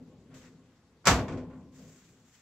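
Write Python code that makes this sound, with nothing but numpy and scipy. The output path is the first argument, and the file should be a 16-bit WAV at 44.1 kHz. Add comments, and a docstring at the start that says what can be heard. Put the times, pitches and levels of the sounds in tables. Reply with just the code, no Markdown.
"""Stove door shut in a small kitchen

A sheet-metal oven door on a wood stove is pushed shut: the latch scrapes, the door lands on its frame
in a few quick contacts, and the handle settles. Clicks set the tuned modes of door and stove body ringing
and light up a dense noise clash; short delays add the kitchen. Filtered noise makes the clothes rustle,
the faint rumble of the stove's body and the room floor, in stereo through a microphone with little deep bass."""
import sys
import numpy as np
from scipy import signal
from scipy.fft import rfft, irfft, next_fast_len
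from scipy.io import wavfile

SR = 44100
rng = np.random.default_rng(int(sys.argv[2]) if len(sys.argv) > 2 else 0)


def volts_from_decibels(level):
    """Turn decibel levels (scalar or array-like) into linear amplitude factors."""
    exponent = np.asarray(level, float) / 20
    return 10 ** exponent


def master_out(mix):
    """Clip the mix to full scale and print it as 16-bit PCM to the path in sys.argv[1]."""
    frames = np.transpose(np.atleast_2d(mix))
    ceiling = np.clip(frames, -1, 1)
    pcm = np.round(ceiling * 32767).astype(np.int16)
    wavfile.write(sys.argv[1], SR, pcm)


N = 106457  # length in samples

# All levels are relative, ahead of the microphone.
# stereo width of the noises: pitch_hz, side_minus_mid_db
NOISE_WIDTH = [(40, -28), (125, -23), (250, -21), (500, -17.5), (1000, -12), (2000, -5), (4500, -1),
               (15000, -1)]
# balance of the noises: pitch_hz, left_minus_right_db
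NOISE_LEAN = [(60, .1), (240, .3), (950, .5), (3770, 1.4), (8000, -.6), (15000, 1)]
BAND_EDGES_HZ = 24 * 2 ** np.arange(0, 9.7, .4)

# colour of the room floor: pitch_hz, density_db
FLOOR_COLOUR = [(20, -17), (111, -0.5), (250, -7), (476, -16), (863, -16), (2840, -24), (7000, -28.5),
                (9000, -28), (16000, -37)]
FLOOR_DB = -66.5
ROOM_LEAN_DB = 0.68  # floor, rumble and clothes: left up and right down by this

# rumble over time: start_s, level_db
RUMBLE_LEVEL = [(0, -53), (.1, -56), (.29, -58.5), (.35, -52), (.45, -58), (.65, -62.5), (.75, -67.5),
                (1.038, -68.5), (1.2, -37), (1.26, -43.5), (1.34, -37.5), (1.449, -46.5), (1.55, -51),
                (1.68, -54), (1.761, -57), (1.87, -57), (2, -66), (2.2, -66.5), (2.41, -82)]
# resonances in the rumble: pitch_hz, level_db, width_hz
RUMBLE_RESONANCES = [(101, -5.5, 13), (163.4, -2, 14), (255.6, 1, 6.4), (406.5, -12, 40), (510, -10, 12),
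                     (1081, -19.5, 12)]
# colour of the broad rumble: pitch_hz, density_db
RUMBLE_COLOUR = [(15, -40), (25, -20.5), (60, -8.5), (98, -4.5), (230, -3.5), (330, -9.5), (493, -12),
                 (796, -23.5), (1500, -42.5), (3300, -68)]
RUMBLE_BROAD_DB = -1.5  # against the resonances together

# clothes rustles: start_s, rise_s, hold_s, fall_t60_s, level_db, tilt_db_per_octave
RUSTLES = [(0.299, 0.018, .03, .3, -66.5, -7), (.34, 0.0017, 0.042, 0.44, -58.5, 0.5),
           (0.407, 0.0091, 0.043, 0.31, -58.5, -2.8), (0.596, 0.059, 0.12, 0.65, -75, -3.5),
           (1.712, 0.052, 0.087, 1.84, -62, 2.5), (1.945, 0.019, .1, .5, -67, 0.5),
           (2.226, 0.062, .1, .5, -67.5, 2), (2.326, 0.033, .05, .3, -67, -1)]
# colour of the cloth: pitch_hz, density_db
RUSTLE_COLOUR = [(350, -33), (600, -9.5), (944, -13.5), (1490, -3.5), (3250, -11), (5000, -13.5),
                 (7020, -7.5), (8620, -18), (16000, -16.5)]
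RUSTLE_FLICKER_DB = 1.0  # spread of each of two wanders

# contacts of door, latch and frame: start_s, level_db, tilt_db_per_octave, dull_above_hz
CONTACTS = [(1.043, -49.5, -1.5, 3000), (1.0544, -33, 3.5, 14000), (1.062, -25.5, 0.5, 14000),
            (1.0701, -15, 2, 14000), (1.0773, -18, -2, 14000), (1.089, -24, -2.6, 12000),
            (1.113, -27.5, -4.5, 12000), (1.16, -42, -7, 8000), (1.189, -35.5, 0, 5000),
            (1.281, -40.5, 1.5, 4000), (1.295, -48, 1.5, 3500), (1.321, -48, 4, 3000),
            (1.373, -48, 1.5, 4000), (1.389, -57, -3, 3000), (1.502, -53.5, -1, 2500),
            (1.531, -55.5, 0, 2500)]
TILT_FROM_HZ = 160  # the tilt is flat below
# modes of the door: pitch_hz, level_db, t60_s
DOOR_MODES = [(604, -11.5, 0.33), (722, -6, 0.18), (920, -2.5, .24), (917, -4.5, 0.12), (1134, 4, .2),
              (1323, -6, .2), (1411, -4, 0.3), (1788, -5, 0.12), (2296, -4.5, 0.22), (2383, -7, 0.24),
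              (4790, -9, .18), (5920, -11.5, .15), (7600, -16.5, 0.1)]
DOOR_DB, MODE_SPREAD_DB = -13.5, 2.5
# modes of the stove body: pitch_hz, level_db, t60_s
BODY_MODES = [(62.3, 6, .3), (79.7, 3, 0.17), (109.5, -2, 0.38), (158.8, -1, .5), (179.6, -5, 0.14),
              (247.5, -3.5, 1.48), (274.2, 1, 0.31), (421.2, -7.5, .4), (477, -6.5, .5), (1024, -12, 1.2)]
BODY_DB, BODY_PUSH_S = -20.5, 0.0031
STOVE_LOW_HZ = 56.6  # the stove radiates little below

# colour of the dense clash: pitch_hz, density_db
CLASH_COLOUR = [(30, -31.5), (48, -21), (65, -1.5), (151, -9), (345, -13.5), (715, -7), (810, -13.5),
                (1150, -7), (1520, -7.5), (3500, -20), (7170, -17.5), (9220, -24), (16000, -28)]
# decay of the clash: pitch_hz, t60_s
CLASH_T60 = [(50, 0.35), (150, 0.49), (500, 0.67), (1200, 0.26), (3000, 0.28), (8000, .21), (11000, 0.28),
             (16000, 0.24)]
CLASH_DB, CLASH_RISE_S = -1.5, 0.0005

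KITCHEN_T60_S, KITCHEN_DB = 0.13, -26.5  # decay time of the bass
WALL_CUT_HZ, KITCHEN_WIDE_FROM_HZ = 1300, 1200
MIC_LOW_HZ, MIC_STEP_HZ, MIC_STEP_DB, MIC_TOP_HZ = 25, 8000, -10, 15800


def rms_one(x):
    """Scale to rms 1."""
    return x / np.sqrt(np.mean(x ** 2) + 1e-20)


def at_hz(points, hz):
    """Read a table on a log-frequency axis."""
    table_hz, values = np.array(points)[:, 0], np.array(points)[:, 1]
    return np.interp(np.log(hz), np.log(np.maximum(table_hz, 1)), values)


def drift(rate_hz):
    """Slow random wander with spread 1: noise through two low-pass poles, drawn every 40 samples."""
    r = np.exp(-2 * np.pi * rate_hz * 40 / SR)
    noise = rng.standard_normal(N // 40 + 2002)
    slow = signal.lfilter([1], [1, -2 * r, r * r], noise)[2000:]  # skip the filter's start
    return np.interp(np.arange(N) / 40, np.arange(len(slow)), rms_one(slow))


def ring(push, hz, t60):
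    """A two-pole resonance: a unit click sets a dying sine of starting height 1 ringing."""
    r = volts_from_decibels(-60 / (t60 * SR))
    w = 2 * np.pi * hz / SR
    return signal.lfilter([0, np.sin(w)], [1, -2 * r * np.cos(w), r * r], push + 1e-18)


def smooth(x, seconds):
    """One-pole low-pass with this time constant."""
    r = np.exp(-1 / (seconds * SR))
    return signal.lfilter([1 - r], [1, -r], x)


def noise_bands(spectrum):
    """Stereo noise bands coloured by a spectrum, together of rms 1: (centre Hz, band)."""
    size = N + 4000
    white = rng.standard_normal((2, 2, size))  # two sources, each mid and side
    bin_hz = np.arange(1, size // 2 + 2) * SR / size
    white[:, 1] = irfft(rfft(white[:, 1]) * volts_from_decibels(at_hz(NOISE_WIDTH, bin_hz)), size)
    bands = []
    for k, (low, high) in enumerate(zip(BAND_EDGES_HZ, BAND_EDGES_HZ[1:])):
        band_pass = signal.butter(2, [low, high], "band", fs=SR, output="sos")
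        # neighbouring bands take different sources; the filter's start is skipped
        mid, side = signal.sosfilt(band_pass, white[k % 2])[:, 4000:]
        hz = np.sqrt(low * high)
        lean = at_hz(NOISE_LEAN, hz) / 2
        pair = mid + side * [[1], [-1]]
        bands.append((hz, volts_from_decibels(at_hz(spectrum, hz)) * volts_from_decibels(np.array([[lean], [-lean]])) * pair))
    total = np.sqrt(sum(np.mean(band ** 2) for _, band in bands))
    return [(hz, band / total) for hz, band in bands]


def room_floor():
    """Steady coloured noise whose bands wander in level on their own."""
    return volts_from_decibels(FLOOR_DB) * sum(volts_from_decibels(1.7 * drift(11)) * band for _, band in noise_bands(FLOOR_COLOUR))


def rumble():
    """Lumpy noise in the stove body's low resonances and around them."""
    lines = 0
    for hz, level_db, width_hz in RUMBLE_RESONANCES:
        t60 = np.log(1000) / (np.pi * width_hz)
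        lines = lines + volts_from_decibels(level_db) * rms_one(ring(rng.standard_normal(N), hz, t60))
    broad = sum(volts_from_decibels(3.2 * drift(9.1)) * band for _, band in noise_bands(RUMBLE_COLOUR))
    start_s, level_db = np.transpose(RUMBLE_LEVEL)
    level = volts_from_decibels(np.interp(np.arange(N) / SR, start_s, level_db) + 1.2 * drift(5))
    return level * (rms_one(lines) + volts_from_decibels(RUMBLE_BROAD_DB) * broad)


def clothes():
    """Noise for rubbing cloth: each rustle rises, holds and dies; the bands flicker a little."""
    t = np.arange(N) / SR
    shapes, tilts = [], []
    for start, rise, hold, t60, db, tilt in RUSTLES:
        falling_s = np.maximum(t - start - rise - hold, 0)
        shapes.append(np.clip((t - start) / rise, 0, 1) * volts_from_decibels(db - 60 * falling_s / t60))
        tilts.append(tilt)
    shared_flicker = drift(40)
    out = 0
    for hz, band in noise_bands(RUSTLE_COLOUR):
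        octaves = np.log2(hz / 3000)
        power = sum((shape * volts_from_decibels(tilt * octaves)) ** 2 for shape, tilt in zip(shapes, tilts))
        flicker = volts_from_decibels(RUSTLE_FLICKER_DB * (shared_flicker + drift(12)))
        out = out + np.sqrt(power) * flicker * band
    return out


def contact_clicks(hz, spread_db):
    """The contacts as clicks, weighted for one pitch: tilted about 1 kHz, with random strengths."""
    start_s, level_db, tilt, dull_hz = np.transpose(CONTACTS)
    tilt_db = tilt * np.log2(max(hz, TILT_FROM_HZ) / 1000)
    random_db = spread_db * rng.standard_normal(len(start_s))
    clicks = np.zeros(N)
    clicks[(start_s * SR).astype(int)] = volts_from_decibels(level_db + tilt_db + random_db) / (1 + (hz / dull_hz) ** 2)
    return clicks


def door():
    """Every contact strikes each mode of door and body with a strength of its own; the body is pushed softly."""
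    plate = 0
    for hz, db, t60 in DOOR_MODES:
        plate = plate + volts_from_decibels(DOOR_DB + db) * ring(contact_clicks(hz, MODE_SPREAD_DB), hz, t60)
    body = 0
    for hz, db, t60 in BODY_MODES:
        push = smooth(contact_clicks(hz, MODE_SPREAD_DB), BODY_PUSH_S)
        make_up = np.hypot(1, 2 * np.pi * hz * BODY_PUSH_S)  # what the soft push loses at this pitch
        body = body + volts_from_decibels(BODY_DB + db) * make_up * ring(push, hz, t60)
    return plate + body


def clash():
    """Modes too dense to tell apart: noise that each contact lights up, dying band by band."""
    out = 0
    for hz, band in noise_bands(CLASH_COLOUR):
        decay = volts_from_decibels(-120 / (at_hz(CLASH_T60, hz) * SR))  # power falls 60 dB in one t60
        power = signal.lfilter([1], [1, -decay], contact_clicks(hz, 0) ** 2 + 1e-18)
        out = out + np.sqrt(smooth(power, CLASH_RISE_S)) * band
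    return volts_from_decibels(CLASH_DB) * out


def kitchen(x):
    """Eight feedback delays a side, duller on every round; the bass is alike on both sides."""
    size = next_fast_len(N + SR)
    w = 2 * np.pi * np.arange(size // 2 + 1) / size
    spectrum = rfft(x, size)
    dull = 1 / (1 + 1j * w * SR / (2 * np.pi * WALL_CUT_HZ))
    out = np.zeros((2, N))
    for k, lag_s in enumerate(rng.uniform(.012, 0.032, 16)):
        loop = volts_from_decibels(-60 * lag_s / KITCHEN_T60_S) * dull * np.exp(-1j * w * lag_s * SR)
        echoes = irfft(spectrum * loop / (1 - loop), size)[:N]
        out[k % 2] += echoes * (-1) ** (k // 2)  # polarity alternates within a side
    mid, side = (out[0] + out[1]) / 2, (out[0] - out[1]) / 2
    wide = signal.lfilter(*signal.butter(1, KITCHEN_WIDE_FROM_HZ, "high", fs=SR), side)
    return mid + wide * [[1], [-1]]


def scene():
    """Room floor, rumble and clothes, with the slam of the stove door in its kitchen."""
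    room = room_floor() + rumble() + clothes()
    struck = door()
    slam = struck + volts_from_decibels(KITCHEN_DB) * kitchen(struck) + clash()
    slam = signal.sosfilt(signal.butter(4, STOVE_LOW_HZ, "high", fs=SR, output="sos"), slam)
    return slam + room * volts_from_decibels(np.array([[ROOM_LEAN_DB], [-ROOM_LEAN_DB]]))


def band_limit(x):
    """A steep low-pass at the top of the band."""
    return signal.sosfilt(signal.butter(12, 16490, fs=SR, output="sos"), x)


def record(dry):
    """The microphone loses the deep bass, steps down in the treble and ends at its top pitch."""
    x = signal.sosfilt(signal.butter(2, MIC_LOW_HZ, "high", fs=SR, output="sos"), dry)
    size = next_fast_len(N)
    hz = np.arange(size // 2 + 1) * SR / size
    step = volts_from_decibels(MIC_STEP_DB * np.clip((hz - MIC_STEP_HZ) / 500 + .5, 0, 1))  # spread over 500 Hz
    top = np.clip((MIC_TOP_HZ - hz) / 150, 0, 1) ** 2  # fades out over the last 150 Hz
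    mix = irfft(rfft(x, size) * step * top, size)[:, :N]
    return band_limit(mix)


dry = scene()
out = record(dry)
master_out(out)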